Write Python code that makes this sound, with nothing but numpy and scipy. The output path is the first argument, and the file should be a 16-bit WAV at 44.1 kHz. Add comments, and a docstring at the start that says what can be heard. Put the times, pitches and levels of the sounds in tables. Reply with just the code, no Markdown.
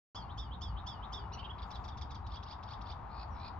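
"""A reed bed across a ditch, a little to the right, where a reed warbler sings: five sweeping notes with
upward slurs, four hoarse arches, pairs of falling chips, tick-and-zip chatter and two swelling rasps.
Vibrating membranes in its syrinx are the source, throat and beak the filter; the stems scatter the song.
Fainter birds whistle behind it, over low wind rumble, a far road on the left, a faint passing hum
and a brief rustle of dry reeds."""
import sys
import numpy as np
from scipy import signal
from scipy.fft import rfft, irfft
from scipy.io import wavfile
from scipy.ndimage import map_coordinates

SR = 44100
rng = np.random.default_rng(int(sys.argv[2]) if len(sys.argv) > 2 else 0)


def generate_wav(signal):
    """Clip the signal to [-1, 1] and save it as 16-bit WAV at the path in sys.argv[1]."""
    frames = np.transpose(np.atleast_2d(signal))
    scaled = np.clip(frames, -1, 1) * 32767
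    pcm = np.round(scaled).astype(np.int16)
    wavfile.write(sys.argv[1], SR, pcm)


N = 158319
EDGE_S = 0.0013


def undb(db):
    return 10 ** (np.asarray(db) / 20)


def unit(x):
    return x / np.sqrt(np.mean(x ** 2))


def clock(length_s):
    return np.arange(int(length_s * SR)) / SR


def curve(at, table):
    """Linear interpolation of every column of a table along the first."""
    rows = np.array(table, float).T
    return [np.interp(at, rows[0], col) for col in rows[1:]]


def db_at(hz, spectrum):
    """Interpolation of a spectrum on a log-frequency axis."""
    f, db = np.array(spectrum, float).T
    return np.interp(np.log(np.maximum(hz, 1)), np.log(f), db)


def colour(x, spectrum, share=1):
    """Linear filtering: each frequency gains a share of the spectrum's decibels."""
    hz = np.fft.rfftfreq(len(x), 1 / SR)
    return irfft(rfft(x) * undb(share * db_at(hz, spectrum)), len(x))


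def noise(spectrum, size):
    """Filtered Gaussian noise of unit power."""
    return unit(colour(rng.standard_normal(size), spectrum))


def walk(rate_hz, size):
    """Smooth random modulation with a spread near 1."""
    at = np.arange(size) * rate_hz / SR
    return map_coordinates(rng.standard_normal(512), [at], order=3, mode="mirror")


def add(out, start_s, note):
    """Superposition: a note joins the mix with ramped edges."""
    t = np.arange(len(note)) / SR
    note = note * np.clip(np.minimum(t, t[-1] - t) / EDGE_S, 0, 1)
    i = int(start_s * SR)
    out[i:i + len(note)] += note[:N - i]


# Wind spectrum: frequency_hz, density_db
WIND_SPECTRUM = [(15, -23), (30, -17.5), (42, -16.5), (52, 1.5), (65, -0.5), (80, -2.5), (105, -6.5),
                 (140, -16), (200, -17.5), (280, -26), (420, -32.5), (700, -44.5), (2000, -79)]
def wind():
    """Correlated noise: a low rumble, nearly the same on both sides, gently unsteady."""
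    mid, side = noise(WIND_SPECTRUM, N), noise(WIND_SPECTRUM, N)
    swell = undb(-45.5 + walk(3.8, N))
    return swell * (mid + undb(-15) * side * np.array([[1], [-1]]))


# Tyre spectrum: frequency_hz, density_db
TYRE_SPECTRUM = [(100, -16.5), (300, -12), (500, -15), (640, -9), (790, 1), (950, 1.5), (1180, -1),
                 (1550, -13), (2300, -24), (3600, -29.5), (4700, -36), (6000, -43), (7500, -56),
                 (10000, -60), (14000, -50.5)]
# Leftward bias, of which each ear takes a share: frequency_hz, bias_db
ROAD_BIAS = [(200, 6.5), (500, 12), (1300, 6.5), (2400, 6), (3500, -1)]
def road():
    """Interaural level difference places a steady tyre roar far off to the left."""
    shared = noise(TYRE_SPECTRUM, N)
    swell = undb(-51 + 1.1 * walk(3.576, N))
    left, right = [unit(np.roll(shared, lag) + undb(-1) * noise(TYRE_SPECTRUM, N)) for lag in (0, 2)]
    return swell * np.array([colour(left, ROAD_BIAS, 0.51), colour(right, ROAD_BIAS, -0.39)])


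def syrinx(hz, partials, rough):
    """A vibrating membrane gives partials (multiple, level_db); roughness modulates size and phase."""
    size, rough_hz, jitter = len(hz), 697, 0.0066
    phase = 2 * np.pi * np.cumsum(hz * (1 + jitter * walk(300, size))) / SR
    shake = 1 + rough * (walk(2 * rough_hz, size) + 1j * walk(2 * rough_hz, size))
    tone = sum(undb(db) * np.exp(1j * k * phase) for k, db in partials)
    return np.sqrt(2 / (1 + 2 * rough ** 2)) * np.imag(shake * tone)


# Glide of a sweep's fundamental: time_s, pitch_hz
SWEEP_GLIDE = [(0, 1420), (.011, 1650), (.02, 1780), (.028, 1823), (.04, 1707), (.06, 1670), (.082, 1540),
               (.105, 1460), (.135, 1440)]
# Envelopes of its harmonics: time_s, second_db, third_db, fourth_db
SWEEP_ENVELOPES = [(0, -27, -27, -28), (.011, -4, -3, -17.5), (.026, 0.5, -11.5, -37.5),
                   (.04, -7, -11, -40.5), (.06, -8.5, -18.5, -53.5), (.08, -26.5, -13, -59.5),
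                   (.1, -25, -32, -58), (.145, -30, -48, -67)]
# Noise of its attack: frequency_hz, density_db
ATTACK_SPECTRUM = [(2800, -22.5), (4200, -13), (4800, 2.5), (6600, -6.5), (7400, -20.5), (9000, -52)]
# Sweeping notes: start_s, pitch_ratio, level_db, brightness_db
SWEEP_NOTES = [(0.146, 0.96, -51, 1.5), (.372, 1.005, -48.5, -2.5), (0.609, 1, -49, 0.5),
               (0.861, 1, -46.5, -1), (1.121, 1.004, -46.5, -2)]
def sweeps():
    """Frequency modulation: harmonics 2 to 4 leap up with a rough attack and sink slowly."""
    out, t = np.zeros(N), clock(SWEEP_ENVELOPES[-1][0])
    hz, = curve(t, SWEEP_GLIDE)
    second, third, fourth = curve(t, SWEEP_ENVELOPES)
    rough = 0.065 + 0.4 * np.exp(-t / 0.0077)
    peak_s = 0.016
    burst = undb(-16.5) * t / peak_s * np.exp(1 - t / peak_s)
    for start, ratio, db, brightness_db in SWEEP_NOTES:
        flutter_db = 2.2 * walk(150, len(t))
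        low = syrinx(ratio * hz, [(2, second + flutter_db)], rough)
        upper = syrinx(ratio * hz, [(3, third - flutter_db), (4, fourth)], .5 * np.exp(-t / 0.053))
        attack = burst * noise(ATTACK_SPECTRUM, len(t))
        add(out, start, undb(db) * (low + undb(brightness_db) * (upper + attack)))
    return out


def reed_bed(song):
    """Multiple scattering: near stems add quick echoes to the direct sound, the whole bed a tail."""
    t, ears = clock(.5), []
    near_decay_s, tail_t60_s = 0.016, 0.25
    for side, lag_s in ((0.35, 0), (-1.14, .00005)):  # left ear, then the louder right
        near, far = rng.standard_normal((2, len(t)))
        near = undb(-7.5) * unit(near * np.exp(-t / near_decay_s))
        far = undb(-10.5) * unit(far * undb(-60 * t / tail_t60_s))
        scattered = signal.fftconvolve(song, (near + far) / np.sqrt(len(t)))[:N]
        direct = np.roll(song, round(lag_s * SR))
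        ears.append(undb(-7.5 * side / 2) * direct + undb(-8.5 * side / 2) * scattered)
    return np.array(ears)


# Contour of a slur: length_fraction, nominal_pitch_hz, level_db
SLUR_CONTOUR = [(0, 2996, -17.5), (.3, 3214, -3.5), (.52, 3545, -1.5), (.75, 3905, -4), (1, 3630, -7)]
# Slurs between the sweeps: start_s, length_s, pitch_ratio, level_db, roughness
SLUR_NOTES = [(0.287, 0.041, 1, -58.5, 0.33), (0.507, 0.051, 1, -54.5, .3), (0.761, .045, 1, -54, .36),
              (1.02, 0.042, 0.99, -54.5, 0.31)]
def slurs():
    """Glissando: one hoarse partial leads back up to the next sweep."""
    out = np.zeros(N)
    for start, length, ratio, db, rough in SLUR_NOTES:
        hz, shape_db = curve(clock(length) / length, SLUR_CONTOUR)
        add(out, start, syrinx(ratio * hz, [(0.98, db + shape_db)], rough))
    return out


# Band of the hum: pitch_ratio, density_db
HUM_SPECTRUM = [(.65, -42), (.92, -9), (1.001, 0.5), (1.06, -3), (1.169, -24.5), (1.7, -58.5)]
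def far_hum(start_s=1.1, length_s=0.45, pitch_hz=402, level_db=-68.5):
    """Narrow-band noise is heard as a pitch: a faint hum swells and fades in the distance."""
    out, progress = np.zeros(N), clock(length_s) / length_s
    hum = noise([(ratio * pitch_hz, db) for ratio, db in HUM_SPECTRUM], len(progress))
    add(out, start_s, undb(level_db) * np.sqrt(2 * np.sin(np.pi * progress)) * hum)
    return out


# Contour of an arch: length_fraction, pitch_hz, level_db
ARCH_CONTOUR = [(0, 1200, -9), (.3, 1428, -7), (.5, 1500, -2), (.75, 1480, -5), (1, 1296, -9)]
# Arched notes: start_s, length_s, pitch_ratio, level_db, third_db, fourth_db, roughness
ARCH_NOTES = [(1.319, 0.039, .985, -56, 0.5, 4.5, .3), (1.37, 0.048, 1.03, -51, -9.5, -36, 0.53),
              (1.428, .044, 1.08, -48.5, -24, -40, 0.53), (1.493, 0.028, 1.13, -48.5, -26.5, -35, 0.03)]
def arches():
    """Brightness grows with amplitude: hoarse notes rise and bend, the first flashing at its top."""
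    out = np.zeros(N)
    for start, length, ratio, db, third_db, fourth_db, rough in ARCH_NOTES:
        hz, shape_db = curve(clock(length) / length, ARCH_CONTOUR)
        partials = [(2, 0), (3, third_db), (4, fourth_db + 1.4 * (shape_db + 1.5))]
        add(out, start, undb(db + shape_db) * syrinx(ratio * hz, partials, rough))
    return out


# Envelope of the rustle: time_s, level_db
RUSTLE_ENVELOPE = [(1.58, -105), (1.67, -82), (1.72, -82), (1.82, -87), (1.86, -77.5), (1.95, -105)]
# Spectrum of rubbing reeds: frequency_hz, density_db
RUSTLE_SPECTRUM = [(2000, -6.5), (5000, 0), (7000, 9), (9000, -12.5), (13000, -1.5), (15500, -5)]
def rustle():
    """Friction noise: dry reeds brush each other for a moment."""
    db, = curve(np.arange(N) / SR, RUSTLE_ENVELOPE)
    return np.array([undb(db + 2.7 * walk(110, N)) * noise(RUSTLE_SPECTRUM, N) for _ in range(2)])


def beak(hz, cutoff_hz):
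    """Low-pass filtering: the beak's gain in dB falls steeply above its passband."""
    return -10 * np.log10(1 + (hz / cutoff_hz) ** 20)


# Throat resonances: frequency_hz, gain_db
FORMANTS = [(1800, -24), (2500, -9.5), (3050, -9.5), (3600, 2.5), (4150, -11), (4650, 1.5), (5050, -6.5),
            (5500, -3), (6100, -13.5), (6550, -5.5), (7300, -30), (9000, -56.5)]
def throat(hz, harmonics_db, rough, cutoff_hz=6800):
    """Source and filter: a harmonic series glides through the response of throat and beak."""
    partials = [(k, db + db_at(k * hz, FORMANTS) + beak(k * hz, cutoff_hz))
                for k, db in enumerate(harmonics_db, 1)]
    return syrinx(hz, partials, rough)


# Paired chips: start_s, starting_pitch_hz, level_db, roughness, beak_cutoff_hz
CHIP_NOTES = [(1.581, 2800, -50.5, 0.3, 4430), (1.618, 2615, -48.5, 0.37, 4930),
              (1.704, 2940, -50, 0.25, 6000), (1.747, 2472, -51.5, 0.42, 5800),
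              (1.839, 2930, -52, .15, 6150), (1.878, 2540, -49.5, .16, 5900), (1.971, 3010, -52, .2, 6600),
              (2.011, 2554, -47, .12, 6400), (2.105, 2940, -52, 0.25, 6500),
              (2.145, 2495, -50.5, 0.3, 6050)]
def chips(length_s=0.026, floor_hz=1487, fall_s=.009, harmonics_db=(2, -4, -5, -15.5)):
    """Exponential relaxation: the pitch plunges and levels off as the note swells, scratches and fades."""
    out, t = np.zeros(N), clock(length_s)
    shape_db, = curve(t / length_s, [(0, -5.5), (.45, -0.5), (1, -11)])
    for start, from_hz, db, rough, cutoff_hz in CHIP_NOTES:
        hz = floor_hz + (from_hz - floor_hz) * np.exp(-t / fall_s)
        passband = [(f, gain_db + beak(f, cutoff_hz)) for f, gain_db in FORMANTS]
        scratch = noise(passband, len(t)) * undb(shape_db - 14) * (1 + 2 * rough)
        add(out, start, undb(db + shape_db) * (throat(hz, harmonics_db, rough, cutoff_hz) + scratch))
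    return out


# Whistles of farther birds: start_s, length_s, from_hz, to_hz, level_db
FAR_WHISTLES = [(1.73, 0.031, 4020, 3900, -59), (1.747, .024, 4000, 3224, -55),
                (1.912, .034, 3800, 3320, -64.5), (2.095, 0.041, 3900, 3640, -65),
                (2.238, 0.066, 3960, 3540, -69), (2.336, 0.028, 3230, 3290, -64),
                (2.367, 0.016, 3330, 3310, -56.5), (3.27, 0.033, 6900, 6600, -92),
                (3.303, 0.096, 5850, 5080, -77.5), (3.385, .033, 5680, 5270, -75)]
def other_birds():
    """Linear chirps of a single partial: thin whistles from deeper in the reeds."""
    out = np.zeros(N)
    for start, length, from_hz, to_hz, db in FAR_WHISTLES:
        progress = clock(length) / length
        whistle = syrinx(from_hz + (to_hz - from_hz) * progress, [(1, db)], rough=0.098)
        add(out, start, np.sqrt(np.sin(np.pi * progress)) * whistle)
    return out


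# Tick before each zip: start_s, level_db
TICK_NOTES = [(2.263, -54.5), (2.427, -51.5), (2.628, -53), (2.81, -53.5)]
def ticks(length_s=.015, from_hz=1150, to_hz=2830, harmonics_db=(-21.5, -2.5, -10.5, -12)):
    """An exponential upward chirp, so brief that it is heard as a tick."""
    out = np.zeros(N)
    hz = np.geomspace(from_hz, to_hz, int(length_s * SR))
    for start, db in TICK_NOTES:
        add(out, start, undb(db) * throat(hz, harmonics_db, rough=.35))
    return out


# Hiss in zips and rasps: frequency_hz, density_db
HISS_SPECTRUM = [(2000, -13.5), (3100, -12), (3650, 3), (4100, -2), (4550, 5), (5150, 1.5), (5600, -25.5),
                 (6000, -35.5), (6500, -17), (7200, -48.5)]
# Contour of a zip: length_fraction, pitch_hz, level_db
ZIP_CONTOUR = [(0, 621, -9.5), (.25, 830, -2.5), (.45, 1040, -3), (.64, 1156, 2.5), (.73, 1248, -1),
               (.82, 1560, 1.5), (.92, 1794, 3), (1, 1930, -4)]
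# Zips: start_s, length_s, level_db
ZIP_NOTES = [(2.297, 0.079, -58), (2.456, 0.084, -56.5), (2.661, .087, -57.5), (2.844, 0.088, -58)]
def zips(harmonics_db=(-21.5, 0, -6, 0, -12.5, -5, -27)):
    """Formant filtering: a low buzz triples in pitch, its harmonics crossing the throat's resonances."""
    out = np.zeros(N)
    for start, length, db in ZIP_NOTES:
        hz, shape_db = curve(clock(length) / length, ZIP_CONTOUR)
        buzz = throat(hz, harmonics_db, rough=.22, cutoff_hz=5450)
        flutter_db = 2.5 * walk(303, len(hz))
        hiss = undb(-7.5) * noise(HISS_SPECTRUM, len(hz))
        add(out, start, undb(db + shape_db + flutter_db) * (buzz + hiss))
    return out


# Two-voiced rasps: start_s, length_s, nominal_low_hz, nominal_high_hz, level_db
RASP_NOTES = [(3.093, .145, 2570, 4644, -55), (3.345, .146, 2500, 4320, -53)]
def rasps(pulse_hz=61.6, swell_db=16, pitch_rise=.085):
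    """Biphonation: both sides of the syrinx pulse together on two pitches and swell to a sudden stop."""
    out = np.zeros(N)
    for start, length, low_hz, high_hz, db in RASP_NOTES:
        t = clock(length)
        slack = np.clip(1 - t / (.72 * length), 0, 1)  # falls to 0 as the note reaches full strength
        pulse = np.sin(np.pi * pulse_hz * t) ** 2
        bend = 1 - pitch_rise * slack + 0.0083 * (pulse - 1)
        vibrato = .025 * np.sin(2 * np.pi * pulse_hz * t)
        low = syrinx(low_hz * (bend + vibrato), [(0.99, -6.5)], rough=0.29) * pulse
        high = syrinx(high_hz * bend, [(0.97, 0.0085)], rough=.8) * (0.15 + 0.5 * pulse)
        hiss = undb(-2) * noise(HISS_SPECTRUM, len(t)) * (.28 + 0.33 * pulse)
        hiss *= undb(2.7 * walk(499, len(t)) - 4.3 * slack)
        add(out, start, undb(db - swell_db * slack) * (low + high + hiss))
    return out


def scene():
    """Superposition: birdsong scattered by the reeds adds to the background sounds."""
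    song = sweeps() + slurs() + arches() + chips() + ticks() + zips() + rasps() + other_birds()
    return undb(-1.36) * reed_bed(song) + wind() + road() + rustle() + far_hum()


def record(dry, silence_s=.147, cutoff_hz=15700):
    """Gating and band limiting: the sound opens after a moment of silence, its top treble cut."""
    gate = np.clip((np.arange(N) / SR - silence_s) / EDGE_S, 0, 1)
    lowpass = signal.ellip(8, .2, 70, cutoff_hz, fs=SR, output="sos")
    return signal.sosfilt(lowpass, dry * gate)


dry = scene()
out = record(dry)
generate_wav(out)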